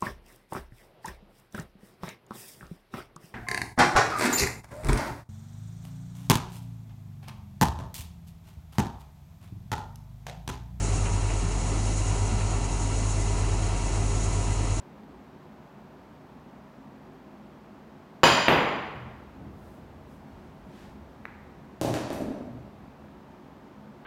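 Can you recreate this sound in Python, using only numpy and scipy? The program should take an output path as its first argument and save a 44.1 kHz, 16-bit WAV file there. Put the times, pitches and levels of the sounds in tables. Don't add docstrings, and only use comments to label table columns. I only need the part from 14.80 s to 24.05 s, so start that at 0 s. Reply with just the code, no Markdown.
import sys
import numpy as np
from scipy import signal
from scipy.fft import rfft, irfft
from scipy.io import wavfile
from scipy.ndimage import uniform_filter1d, minimum_filter1d

SR = 44100
rng = np.random.default_rng(int(sys.argv[2]) if len(sys.argv) > 2 else 0)


def to_wav(s):
    ch = np.atleast_2d(s).T
    pcm = np.round(np.clip(ch, -1, 1) * 32767)
    wavfile.write(sys.argv[1], SR, pcm.astype(np.int16))


N = 407925
TIME = np.arange(N) / SR

# f/Hz, level/dB, t60/s (time to fade by 60 dB)
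FRAME_MODES = [(158.3, 0.5, 0.36), (254.6, -3.5, 0.52), (357.3, 2.5, 0.278), (450, -9.5, 0.45),
               (497, -11, 0.5), (490, -4.5, 0.37), (558, -2, 0.77), (640, -5, 0.7), (687, -9, 0.74),
               (802, -5, 0.47), (1060, -1, 1.2), (1160, -5.5, 1.1), (1265, -7.5, 0.53)]
# f/Hz, level/dB
SLATE_SPECTRUM = [(30, -24.5), (65, -11), (130, -5), (320, -2), (650, -1), (1100, -3), (2000, -22),
                  (5000, -44)]


def from_db(db):
    return 10 ** (np.asarray(db) / 20)


def unit_energy(x):
    return x / np.sqrt(np.sum(x ** 2) + 1e-20)


def at_hz(points, hz):
    known_hz, values = np.transpose(points)
    return np.interp(np.log(np.maximum(hz, 1)), np.log(known_hz), values)


def tilted(spectrum, db_per_octave):
    return [(hz, db + db_per_octave * np.log2(hz)) for hz, db in spectrum]


def add(track, start_s, sound):
    start = round(start_s * SR)
    track[start:start + len(sound)] += sound[:N - start]


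def noise(spectrum):
    gain = from_db(at_hz(spectrum, np.fft.rfftfreq(N, 1 / SR)))
    shaped = irfft(rfft(rng.standard_normal(N)) * gain, N)
    return unit_energy(shaped) * np.sqrt(N)


def click(spectrum, size=8192):
    gain = from_db(at_hz(spectrum, np.fft.rfftfreq(size, 1 / SR)))
    cepstrum = irfft(np.log(gain))
    cepstrum[1:size // 2] *= 2
    cepstrum[size // 2 + 1:] = 0
    return unit_energy(irfft(np.exp(rfft(cepstrum))))


def short_ring(modes, size=8192):
    t, out = TIME[:size], 0
    for k, (hz, width_hz, db) in enumerate(modes):
        envelope = from_db(db) * width_hz * np.exp(-np.pi * width_hz * t)
        out += (-1) ** k * envelope * np.sin(2 * np.pi * hz * t)
    return unit_energy(out)


def long_ring(modes):
    t = TIME[:SR]
    attack = 1 - np.exp(-t / 0.0009)
    tones = sum(from_db(db - 60 * t / t60) * np.sin(2 * np.pi * (hz * t + rng.random()))
                for hz, db, t60 in modes)
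    return unit_energy(attack * tones)


def softened(sound, contact_s):
    t = TIME[:2048]
    return unit_energy(signal.fftconvolve(sound, t * np.exp(-t / contact_s)))


def in_room(sound, direct_db, build_s, size=65536, bands=20):
    # f/Hz, t60/s
    decay_times = [(60, 1.01), (200, 1.01), (550, 1.055), (1400, 1.247), (2700, 1.044), (5000, 0.96),
                   (8000, 0.74), (15000, 0.49)]
    t, hz = TIME[:size], np.fft.rfftfreq(size, 1 / SR)
    density = np.clip(0.033 + (t / 0.076) ** 2, 0.005, 1)
    echoes = rng.standard_normal(size) * (rng.random(size) < density) / np.sqrt(density)
    echo_spectrum = rfft(echoes)
    centres, tail = np.geomspace(50, 16000, bands), 0
    for centre, weights in zip(centres, np.eye(bands)):
        band = irfft(echo_spectrum * at_hz(np.c_[centres, weights], hz))
        tail += band * from_db(-60 * t / at_hz(decay_times, centre))
    response = tail * (1 - np.exp(-t / build_s)) / np.sqrt(0.075 * SR)
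    response[0] += from_db(direct_db)
    return signal.fftconvolve(sound, response)


def ventilation(width_hz=14):
    # f/Hz, level/dB
    air_spectrum = [(25, -32), (55, -2.5), (110, -6.5), (200, -0.5), (330, -4.5), (480, -8), (900, -7.5),
                    (1300, -14.5), (2500, -24.5), (5000, -34.5), (8000, -43), (10500, -48), (13000, -42),
                    (16000, -45)]
    # f/Hz, level/dB
    duct_tones = [(145.3, -59.5), (209.9, -55.5), (263.8, -59), (366.1, -62), (635.2, -68.5)]
    out = from_db(-51.5) * noise(air_spectrum)
    decay = np.exp(-np.pi * width_hz / SR)
    for hz, db in duct_tones:
        feedback = [1, -2 * decay * np.cos(2 * np.pi * hz / SR), decay ** 2]
        tone = signal.lfilter([1, 0, -1], feedback, rng.standard_normal(N))
        out += from_db(db) * unit_energy(tone) * np.sqrt(N)
    return out


def whine():
    # f/Hz, level/dB
    tones = [(13636, -101)]
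    return sum(from_db(db) * np.sqrt(2) * np.sin(2 * np.pi * hz * TIME) for hz, db in tones)


def cue_stroke(start_s=3.4333):
    # f/Hz, level/dB
    crack_spectrum = [(30, -30.5), (70, -15), (150, -2.5), (400, -5), (1100, -3.5), (1800, -1.5),
                      (2700, -8), (4400, -9.5), (5600, -21), (8000, -29), (10000, -23), (10800, -36.5),
                      (12700, -29.5), (16000, -35.5)]
    # f/Hz, width/Hz, level/dB
    cue_modes = [(2490, 44, -1), (2957, 65, -0.5), (3200, 43, -3), (4840, 39, -2), (5414, 53, -12),
                 (6010, 140, -14), (7070, 59, -8)]
    # f/Hz, level/dB, t60/s
    lingering_tones = [(4837, -1, 0.69), (4880, -6.5, 0.68), (7050, -5, 0.53), (7160, -12, 0.61)]
    # f/Hz, width/Hz, level/dB
    shaft_modes = [(563, 74, -4.5), (953, 44, 4.5)]
    out, crack = np.zeros(N), click(crack_spectrum)
    add(out, start_s, from_db(17.5) * in_room(crack, direct_db=-29, build_s=0.0026))
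    add(out, start_s, from_db(14) * in_room(short_ring(cue_modes), direct_db=-14, build_s=0.00297))
    add(out, start_s, from_db(3) * long_ring(lingering_tones))
    add(out, start_s, from_db(4.5) * softened(crack, contact_s=0.00005))
    add(out, start_s, from_db(12) * in_room(short_ring(shaft_modes), direct_db=-2, build_s=0.0042))
    add(out, start_s, from_db(13.5) * long_ring(FRAME_MODES))
    shudder = noise(SLATE_SPECTRUM)[:SR] * np.exp(-TIME[:SR] / 0.063)
    add(out, start_s, from_db(17) * unit_energy(shudder))
    return out


def rolling(draw_away_s=0.9):
    # start/s, stop/s, level/dB, time nearest the listener/s
    rolls = [(3.44, 6.7, -51, 3.9), (3.69, 10.7, -50, 5.88), (7.33, 8.6, -50.5, 7.5)]
    # f/Hz, level/dB
    rumble_spectrum = [(25, -33), (50, -5.5), (78, 0.5), (120, -11), (200, -9), (400, -22.5), (1000, -40),
                       (4000, -55)]
    power = np.zeros(N)
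    for start_s, stop_s, db, nearest_s in rolls:
        speed = np.clip((stop_s - TIME) / (stop_s - start_s), 0, 1) * (TIME > start_s)
        distance = np.hypot(1, (TIME - nearest_s) / draw_away_s)
        power += (from_db(db) * speed ** 0.7 / distance) ** 2
    return np.sqrt(power) * noise(rumble_spectrum)


def ball_clack(contact_s, size=128):
    # f/Hz, level/dB
    ball_spectrum = [(200, -26), (1000, -10), (2000, 2), (3000, 1), (4000, -3), (6300, -8), (9300, -6.5),
                     (12300, 4), (14800, 19), (16000, -2)]
    force = np.sin(np.pi * np.clip(TIME[:size] / contact_s, 0, 1)) ** 1.5
    return unit_energy(signal.fftconvolve(force, click(ball_spectrum)))


def collisions():
    # t/s, contact time/s, clack level/dB, thump level/dB, direct sound/dB
    hits = [(3.6824, 0.00033, 12.5, 17.5, -2), (6.4542, 0.00055, -15.5, -32, 5)]
    out = np.zeros(N)
    for s, contact_s, clack_db, thump_db, direct_db in hits:
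        clack = ball_clack(contact_s)
        add(out, s, from_db(clack_db) * in_room(clack, direct_db, build_s=0.0019))
        add(out, s, from_db(thump_db) * in_room(click(SLATE_SPECTRUM), direct_db=-6, build_s=0.0024))
        add(out, s, from_db(thump_db - 14) * long_ring(FRAME_MODES))
        add(out, s + 0.00219, from_db(thump_db - 10) * clack)
    return out


def cushions():
    # t/s, bump level/dB, boom level/dB, boom f/Hz
    bumps = [(4.15, -11, -45.5, 124), (4.605, -6.5, -51, 71.4), (7.679, -24, -45.5, 120)]
    # f/Hz, level/dB
    rubber_spectrum = [(30, -48), (70, -4), (130, 6), (250, 2.5), (450, -9), (900, -21), (3000, -27)]
    out, bump = np.zeros(N), softened(click(rubber_spectrum), contact_s=0.00018)
    for s, bump_db, boom_db, hz in bumps:
        add(out, s, from_db(bump_db) * in_room(bump, direct_db=-8, build_s=0.0033))
        out += boom(s, boom_db, hz)
    return out


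def boom(start_s, db, hz, attack_s=0.047, hold_s=0.07, t60_s=0.55):
    age = TIME - start_s
    swell = np.clip(age / attack_s, 0, 1)
    fade_db = -60 * np.maximum(age - attack_s - hold_s, 0) / t60_s
    wobble = noise([(2, 0), (12, -3), (40, -40), (200, -120)])
    tone = np.sqrt(2) * np.sin(2 * np.pi * hz * age + 0.48 * wobble)
    return from_db(db + fade_db) * swell * tone


def clothes():
    # t/s, level/dB, half length/s, brightness/(dB per octave)
    rustles = [(4.888, -70.5, 0.098, 6), (5.334, -71.5, .05, 4), (5.6, -70, 0.12, -4),
               (6.01, -58.5, 0.077, -3.5)]
    # f/Hz, level/dB
    fabric_spectrum = [(300, -15), (1500, 6), (4000, 3), (8000, -2), (11000, -5.5), (14000, -7),
                       (16000, -11)]
    out = np.zeros(N)
    for s, db, half_s, brightness in rustles:
        swell = np.exp(-0.5 * ((TIME - s) / half_s) ** 2)
        out += from_db(db) * swell * noise(tilted(fabric_spectrum, brightness))
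    return out


def pocket():
    # t/s, relative thud level/dB, click level/dB,
    # click brightness/(dB per octave), direct sound of the click/dB
    drops = [(7.0134, 6.5, -4, 0.5, -7), (7.0205, -4, -16, 1, -3.5), (7.0478, 8, -10.5, 0, -12),
             (7.071, -0.5, -26, -3, -8), (7.1407, -2, -2.5, -2.5, -6.5), (7.153, 2, -23, -2, -15),
             (7.3039, 1, -9, -3.5, -6), (7.329, -5, -20, 10, -26)]
    # f/Hz, width/Hz, level/dB
    hollow_modes = [(122, 44, 6), (315, 97, 4.5), (613, 76, -1.5)]
    # f/Hz, level/dB
    thud_spectrum = [(30, -29), (70, -8), (130, -7), (330, 10), (450, -3), (650, 7), (950, 0),
                     (1400, -15.5), (4000, -32)]
    # f/Hz, level/dB
    click_spectrum = [(200, -17), (900, 4.5), (1600, 1.5), (2200, -1.5), (4500, -3), (7000, -5.5),
                      (9500, -8), (13000, -12), (16000, -20)]
    # f/Hz, width/Hz, level/dB
    liner_modes = [(1686, 37, 6), (2600, 97, 1), (3770, 29, 1), (4490, 53, 1.5), (5470, 42, -10),
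                   (5840, 86, -2), (7020, 45, 0), (9400, 67, -5)]
    # f/Hz, width/Hz, level/dB
    jingle_modes = [(5960, 32, -3), (8100, 37, -4), (8810, 74, -7), (11600, 52, -3), (13200, 52, -8)]
    out = np.zeros(N)
    thud = softened(click(thud_spectrum) + from_db(0.5) * short_ring(hollow_modes), contact_s=0.000079)
    for s, thud_db, click_db, brightness, direct_db in drops:
        liner_click = click(tilted(click_spectrum, brightness))
        add(out, s, from_db(thud_db - 1.5) * in_room(thud, direct_db=-5, build_s=0.0017))
        add(out, s, from_db(click_db) * in_room(liner_click, direct_db, build_s=0.0032))
        add(out, s, from_db(click_db - 11) * in_room(short_ring(liner_modes), direct_db, build_s=0.005))
    add(out, 7.329, from_db(-21.5) * in_room(short_ring(jingle_modes), direct_db=-3, build_s=0.004))
    return out + boom(start_s=drops[0][0], db=-34.5, hz=hollow_modes[0][0])


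def return_channel():
    # t/s, relative level/dB
    knocks = [(7.405, 2.5), (7.420, 5.5), (7.482, -1), (7.505, 0), (7.609, -4)]
    # f/Hz, width/Hz, level/dB
    channel_modes = [(245, 47, -2.5), (637, 96, -3)]
    out, knock = np.zeros(N), softened(short_ring(channel_modes), contact_s=0.00054)
    for s, db in knocks:
        add(out, s, from_db(db) * in_room(knock, direct_db=-3, build_s=0.0031))
    return from_db(-4) * out


def scene():
    game = cue_stroke() + collisions() + cushions() + rolling() + pocket() + return_channel()
    return (game + clothes() + ventilation() + whine())[None]


def record(dry, ceiling=0.84, window=129, cutoff_hz=15850):
    allowed = ceiling / np.maximum(np.abs(dry), ceiling)
    gain = uniform_filter1d(minimum_filter1d(allowed, window), window)
    low_pass = signal.ellip(10, 0.1, 80, cutoff_hz, fs=SR, output="sos")
    return signal.sosfilt(low_pass, dry * gain)


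dry = scene()
out = record(dry)
to_wav(out)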